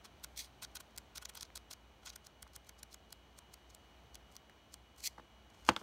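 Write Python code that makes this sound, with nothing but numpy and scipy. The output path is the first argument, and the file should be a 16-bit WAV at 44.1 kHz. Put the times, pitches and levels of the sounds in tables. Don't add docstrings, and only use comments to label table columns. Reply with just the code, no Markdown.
import sys
import numpy as np
from scipy import signal
from scipy.fft import rfft, irfft, next_fast_len
from scipy.io import wavfile
from scipy.ndimage import uniform_filter1d, map_coordinates

SR = 44100
rng = np.random.default_rng(int(sys.argv[2]) if len(sys.argv) > 2 else 0)


def voltage_ratio(level):
    return 10 ** (np.asarray(level, float) / 20)


def pcm_store(signal):
    levels = np.round(np.clip(np.atleast_2d(signal), -1, 1) * 32767)
    wavfile.write(sys.argv[1], SR, levels.astype(np.int16).T)


N = 256662


def unit(x):
    return x / np.sqrt(np.mean(x ** 2, axis=-1, keepdims=True) + 1e-20)


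def along(points, hz):
    f, v = np.transpose(points)
    return np.interp(np.log(hz + 1), np.log(f + 1), v)


def wobble(rate_hz):
    knots = rng.standard_normal(int(N * rate_hz / SR) + 4)
    return map_coordinates(knots, [np.arange(N) * rate_hz / SR])


def resonance(f, hz, t60_s):
    loss = np.log(1000) / t60_s
    return 2 * np.pi * hz / SR / ((loss + 2j * np.pi * f) ** 2 + (2 * np.pi * hz) ** 2) * SR ** 2


def dying(t60_at, shape):
    hz, t, z = signal.stft(rng.standard_normal(shape), SR, nperseg=128)
    decay = voltage_ratio(-60 * t / along(t60_at, hz)[:, None])
    tail = signal.istft(z * decay, SR, nperseg=128)[1][..., :shape[-1]]
    return tail / np.linalg.norm(tail, axis=-1, keepdims=True)


def laid(rows, times_s, lead):
    at = np.round(np.asarray(times_s) * SR).astype(int)[:, None] - lead + np.arange(rows.shape[1])
    inside = (at >= 0) & (at < N)
    return np.bincount(at[inside], rows[inside], N)


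def pages():
    # frequency in Hz, level in dB.
    inner_body = [(300, -20), (700, -15), (1100, -0.5), (1400, 11), (1800, -7), (2600, 0), (3400, -1),
                  (5000, -59)]
    # frequency in Hz, level in dB.
    cover_body = [(900, -48), (1500, -43), (1800, 2), (2200, 8), (2900, 6.5), (3600, 1), (5000, -17)]
    # frequency in Hz, t60 in seconds.
    hollow = [(300, .05), (1500, .045), (6000, .03), (15000, .02)]
    # peak in seconds, level in dB, build-up in ms, let-go in ms.
    swishes = [
        (0.363, -57, 0.6, 2.2),
        (0.3767, -43.5, 4.4, 3.8),
        (0.393, -45, 12.5, 23),
        (0.407, -54, 4.8, 5.8),
        (0.445, -58.5, 21, 18),
        (5.035, -57, 17, 3),
        (5.042, -42, 5, 6.8),
        (5.058, -38, 10.5, 9.6),
        (5.0745, -37, 13, 3.2),
        (5.081, -62, 1.4, 10),
    ]
    covers = [(*row, -9, -2) for row in swishes]
    direct = scrape(slips(), inner_body, rough_db=3.0, ripple_db=0.5, puff_db=-9.5, ring=True)
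    direct = direct + scrape(covers, cover_body, rough_db=2.0, ripple_db=1.6, puff_db=-29, ring=False)
    return direct + voltage_ratio(-15.0) * signal.fftconvolve(direct, dying(hollow, (SR // 10,)))[:N]


def slips():
    # release in seconds, level in dB, build-up in ms, looseness in dB.
    riffle = [(0.2462, -43.5, 7, 4), (0.635, -44.5, 4.7, 7), (0.6498, -44.5, 10.5, -12),
              (0.9642, -53.5, 2.4, -1), (0.9772, -42, 0.62, 10), (0.9831, -41.5, 2.9, 2),
              (1.176, -48, 1, 3), (1.181, -45, 9.7, -2), (1.2563, -43.5, 4.2, -8), (1.3742, -45, 0.94, 0),
              (1.4106, -40.5, 2, -6), (1.428, -53, 14, -3), (1.4302, -39.5, 1.1, -6),
              (1.576, -45.5, 8.3, -4), (1.7359, -48, 8.7, -2), (2.0627, -48.5, 6.5, 1),
              (2.103, -50, 10, -9), (2.1618, -45, 3.4, 1)]
    # release in seconds, level in dB, build-up in ms, drag level in dB, looseness in dB.
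    singles = [(2.2694, -48, 2.5, -64, -5), (2.4289, -45.5, 3, -70, 6), (2.5635, -44, 2, -56, 8.5),
               (2.6943, -47, 2.6, -72, -3), (2.8319, -40, 1.3, -76, -1.5), (2.9294, -55.5, 0.6, -62, -4),
               (2.9449, -47, 2.8, -60, -1.5), (3.1276, -44, 2.1, -79, 3.5), (3.39, -53.5, 8.7, -72, 0),
               (3.5423, -50.5, 3.7, -65, 3), (3.749, -48, 1, -70, 7), (4.147, -53, 2.4, -80, -7),
               (4.155, -46.5, 1.2, -77, -2), (4.355, -55, 1.1, -70, 3), (4.366, -47, 0.8, -75, -5),
               (4.7418, -49.5, 1.7, -59.5, 4), (5.006, -53, 4, -61, -8)]
    # peak in seconds, level in dB, half length in ms, sheet body in dB, edge brightness in dB.
    rubs = [(0.6251, -45, 3.8, 1.5, -3), (0.756, -43.5, 3.6, 0, 4.5), (0.768, -46, 4.5, -2, -6),
            (0.806, -49, 3.7, 3, 3.5), (1.16, -47.5, 4.8, -0.5, -3), (1.2244, -52.5, 6.1, 6, 3),
            (1.2952, -48, 3.7, 5.5, 5), (1.353, -49, 2.8, 7, 10.5), (1.372, -54, 12, -1.5, -24),
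            (1.399, -56, 2.5, -9, -32), (1.453, -62, 7, -2, -27), (1.5579, -42, 2.5, -5.5, -1),
            (1.7129, -48.5, 5.4, -0.5, -1.5), (2.034, -71.5, 10, 8, -9), (2.0749, -49.5, 9.3, -0.5, -21),
            (2.133, -60, 7.5, 2.5, -13), (2.2491, -60, 3.7, -3, -5.5), (2.6715, -62.5, 6.1, 1.5, -2),
            (2.792, -62.5, 8, -6, -3), (3.704, -62, 6.1, -15, -9), (4.323, -70, 13, -15, 3),
            (4.984, -62, 6.7, 4, 6)]
    # peak in seconds, level in dB.
    crinkles = [(0.198, -72), (0.716, -69), (0.9085, -70), (1.3375, -63), (1.567, -50), (2.111, -70),
                (2.477, -63), (2.535, -60.5), (2.647, -68), (3.106, -62), (4.497, -67), (4.963, -66),
                (5.502, -65), (5.736, -64)]
    # peak in seconds, level in dB, build-up in ms, let-go in ms.
    creaks = [
        (0.048, -56, 4.3, 13),
        (5.542, -72, 5, 25),
        (5.596, -74, 36, 100),
        (5.65, -53, 0.6, 2.8),
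        (5.666, -55, 2.4, 2.2),
        (5.684, -52.5, 13.4, 1.9),
        (5.774, -59, 1, 1.9),
        (5.8, -64, 20, 25),
    ]

    def let_go_ms(build_up_ms):
        return 1.24 * abs(build_up_ms) ** -0.43

    def tone(loose_db):
        return -3 + 0.4 * loose_db, loose_db

    events = [(s, db, ms, let_go_ms(ms), *tone(loose_db)) for s, db, ms, loose_db in riffle]
    for s, db, ms, drag_db, loose_db in singles:
        events.append((s, db, ms, let_go_ms(ms), *tone(loose_db)))
        events.append((s, drag_db, 14.5, 1.1, *tone(-4)))
    events += [(s, db, 1.4, 2.8, *tone(-4.5)) for s, db in crinkles]
    events += [(s, db, ms, ms, body_db, bright_db) for s, db, ms, body_db, bright_db in rubs]
    return events + [(*row, 3, -5) for row in creaks]


def scrape(events, body, rough_db, ripple_db, puff_db, ring, size=16384):
    # frequency in Hz, level in dB.
    edge = [(1500, -18), (2500, -17), (3800, 5), (6000, 3), (8000, -9.5), (10000, -10), (13000, -25)]
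    # frequency in Hz, level in dB.
    treble = [(5000, -38), (7500, -0.5), (9000, 2.5), (10500, -1.5), (12500, -4), (15000, -2), (17000, -38)]
    stiffens_per_s = 0.023
    s, db, rise_ms, fall_ms, body_db, bright_db = np.transpose(events)[:, :, None]
    fall_ms = np.abs(fall_ms)
    shape = (len(s), size)
    ms = (np.arange(size) - size // 2) * 1000 / SR
    swell = np.exp(-np.where(ms < 0, -ms / np.abs(rise_ms), ms / fall_ms) ** 1.24)
    clumps = unit(uniform_filter1d(rng.standard_normal(shape), size=24, axis=1))
    spikes = np.minimum(rng.exponential(size=shape), 5)
    grains = unit(rng.standard_normal(shape) * voltage_ratio(rough_db * (clumps + spikes)))
    grains[:, size // 2 - 8] += 6.5 * np.exp(-fall_ms[:, 0] / 1.5)

    hz = np.fft.rfftfreq(size, 1 / SR)
    uneven = uniform_filter1d(rng.standard_normal((len(s), len(hz))), size=260, axis=1)
    ripple = voltage_ratio(ripple_db * unit(uneven))
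    upper = voltage_ratio(along(edge, hz / (1 + stiffens_per_s * s))) + voltage_ratio(bright_db - 5.0 + along(treble, hz))
    lag = np.exp(-2j * np.pi * hz * .0012)
    sheet = lag * voltage_ratio(along(body, hz)) + ring * voltage_ratio(-29) * resonance(hz, 1400, .022)
    colour = ripple * (upper + voltage_ratio(body_db + 2.5) * sheet)
    colour = colour / np.sqrt(np.mean(upper ** 2, axis=1, keepdims=True))
    scraping = irfft(rfft(grains * swell) * colour, size)

    push = voltage_ratio(puff_db) * rng.uniform(0.064, 1, (len(s), 1)) * np.exp(-fall_ms / 2.8)
    puff = push * signal.gausspulse((ms - 5) / 1000, 120, 1.2)
    flap_size = voltage_ratio(puff_db + 8.0 + 1.3 * s) * np.exp(-fall_ms / 1.4)
    flap = flap_size * signal.gausspulse((ms - 1.5) / 1000, 1500, 1.3)
    return laid(voltage_ratio(db) * (scraping + puff + flap), s[:, 0], size // 2)


def blows(size=16384):
    # start in seconds, desk boom in dB, booklet knock in dB,
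    # paper clap in dB, clap frequency in Hz.
    strikes = [(1.503, -78, -59, -47, 2100), (2.466, -77, -50.5, -66, 1000), (4.497, -69, -64, -45, 1790),
               (5.1795, -70, -49, -60, 1900), (5.182, -53.5, -44, -47.5, 970), (5.196, -55, -46, -60, 1840),
               (5.228, -61, -65, -70, 900), (5.683, -57, -42, -60, 1300), (5.6888, -27.5, -12, -16, 3000),
               (5.6909, -38.5, -35, -16.5, 2830), (5.705, -37, -40, -51, 1500),
               (5.7113, -62, -36, -59, 1500), (5.764, -47.5, -30.5, -21.5, 3520),
               (5.774, -63, -44, -52, 2500), (5.813, -49, -47.5, -79, 885)]
    # frequency in Hz, level in dB, t60 in seconds.
    desk_modes = [(75.5, -8, 0.048), (121, -10, 0.076), (191, -4, 0.068), (262, -7.5, 0.1),
                  (339.4, -6.5, 0.17), (478, -3, 0.058), (648, -8, 0.064)]
    # frequency in Hz, level in dB, t60 in seconds.
    booklet_modes = [(845, -4.5, 0.026), (1122, 1.5, 0.011), (1366, -12, 0.045), (1496, -13.5, 0.041),
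                     (1750, -6, 0.011), (2080, -16.5, 0.021)]
    # frequency in Hz, level in dB, t60 in seconds.
    loose_leaves = [(149, -13, 0.2), (334, -7, 0.064), (1100, -10, 0.063), (2180, -17, 0.06),
                    (5000, -14.5, 0.027), (9400, -25, 0.025), (16000, -51, 0.049)]
    s, boom_db, knock_db, clap_db, clap_hz = np.transpose(strikes)[:, :, None]
    shape = (len(s), size)
    n = np.arange(size)
    hz = np.fft.rfftfreq(size, 1 / SR)

    def ringing(modes):
        total = 0
        for k, (mode_hz, db, t60_s) in enumerate(modes):
            level = voltage_ratio(db + rng.normal(0, 1.06, s.shape))
            total = total + (-1) ** k * level * resonance(hz, mode_hz, t60_s)
        return total

    burst = rng.standard_normal(shape) * np.exp(-n / 70)
    crack = voltage_ratio(-6.5) * rfft(burst) * 1j * hz / 3000 / (1 + 1j * hz / 4500) ** 4
    clap = resonance(hz, clap_hz, .0045) + crack
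    sound = voltage_ratio(boom_db) * ringing(desk_modes) + voltage_ratio(knock_db) * ringing(booklet_modes)
    sound = sound + voltage_ratio(clap_db) * clap

    rattle_db = -2.5 + 1.09 * knock_db
    leaf_hz, leaf_db, leaf_t60_s = np.transpose(loose_leaves)
    tail = dying(np.transpose([leaf_hz, leaf_t60_s]), shape)
    rattle = rfft(tail) * voltage_ratio(along(np.transpose([leaf_hz, leaf_db]), hz) + 29.5)
    uneven = voltage_ratio(4.5 * unit(uniform_filter1d(rng.standard_normal(shape), size=130, axis=1)))
    shaking = irfft(voltage_ratio(rattle_db) * rattle, size) * uneven * (1 - np.exp(-n / 40))
    return laid(irfft(sound, size) + shaking, s[:, 0], 0)


def room(x):
    # frequency in Hz, t60 in seconds.
    reverb = [(100, .35), (500, .33), (2000, .33), (6000, .33), (14000, .22)]
    out, step = np.zeros(N + SR), SR // 4
    for start in range(0, N, step):
        answer = signal.fftconvolve(x[start:start + step], dying(reverb, (SR // 3,)))
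        out[start + 100:][:len(answer)] += answer
    return out[:N]


def background():
    # frequency in Hz, density in dB per Hz.
    floor = [(15, -51), (25, -36), (37, -29), (55, 1.5), (87, -7.5), (220, -15.5), (245, -16), (280, -13),
             (510, -16.5), (809, -15), (2750, -28.5), (2980, -20), (3510, -31.5), (15200, -46.5),
             (16500, -33)]
    # centre in Hz, width in Hz, gain in dB.
    case = [(215.3, 18, 8), (667, 70, 2.5), (2400, 440, 5.5), (3000, 690, -3), (3870, 1100, 6.5),
            (4570, 320, 2.5), (4900, 250, -5), (6100, 990, 6), (14300, 1200, 0.5)]
    # frequency in Hz, level in dB.
    mains = (59.3, -68.5)
    # frequency in Hz, level in dB.
    motor_lines = [(2918, -75.5), (3138, -81.5), (3354, -85), (5932, -91.5)]
    # time in seconds, gain in dB.
    load = [(0, -5.5), (1.5, -4), (3, -1.5), (4.5, -1), (5.82, -0.5)]
    m = next_fast_len(N)
    hz = np.fft.rfftfreq(m, 1 / SR)
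    humps_db = sum(db / (1 + (2 * (hz - centre_hz) / width_hz) ** 2) for centre_hz, width_hz, db in case)
    colour = voltage_ratio(along(floor, hz) + humps_db) * (hz < 15800)
    hush = unit(irfft(rfft(rng.standard_normal(m)) * colour, m)[:N])
    hush = voltage_ratio(-63.5 + 0.9 * wobble(1.22)) * hush

    t = np.arange(N) / SR
    hum_hz, hum_db = mains
    hum = voltage_ratio(hum_db + 3.5 + 1.2 * wobble(5.4)) * np.sin(2 * np.pi * hum_hz * t + .5 * wobble(9.9))
    whine = np.zeros(N)
    for line_hz, db in motor_lines:
        level = voltage_ratio(db + 2.5 + 1.1 * wobble(27))
        whine += level * np.sin(2 * np.pi * line_hz * t + 0.49 * wobble(2.9))
    return hush + hum + voltage_ratio(np.interp(t, *np.transpose(load))) * whine


def scene():
    paper, desk = pages(), blows()
    return (paper + desk + room(voltage_ratio(-27.5) * paper + voltage_ratio(-23.0) * desk) + background())[None]


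def roll_off(x):
    return signal.sosfilt(signal.butter(12, 16650, fs=SR, output="sos"), x)


def record(dry):
    # frequency in Hz, gain in dB.
    microphone = [(25, -14), (40, -1.5), (55, -0.5), (9300, 0.5), (10400, -2.5), (11600, 2.5), (15700, 2),
                  (16100, -10), (16500, -27), (16700, -60)]
    response = voltage_ratio(along(microphone, np.fft.rfftfreq(N, 1 / SR)))
    return roll_off(irfft(rfft(dry) * response, N))


dry = scene()
out = record(dry)
pcm_store(out)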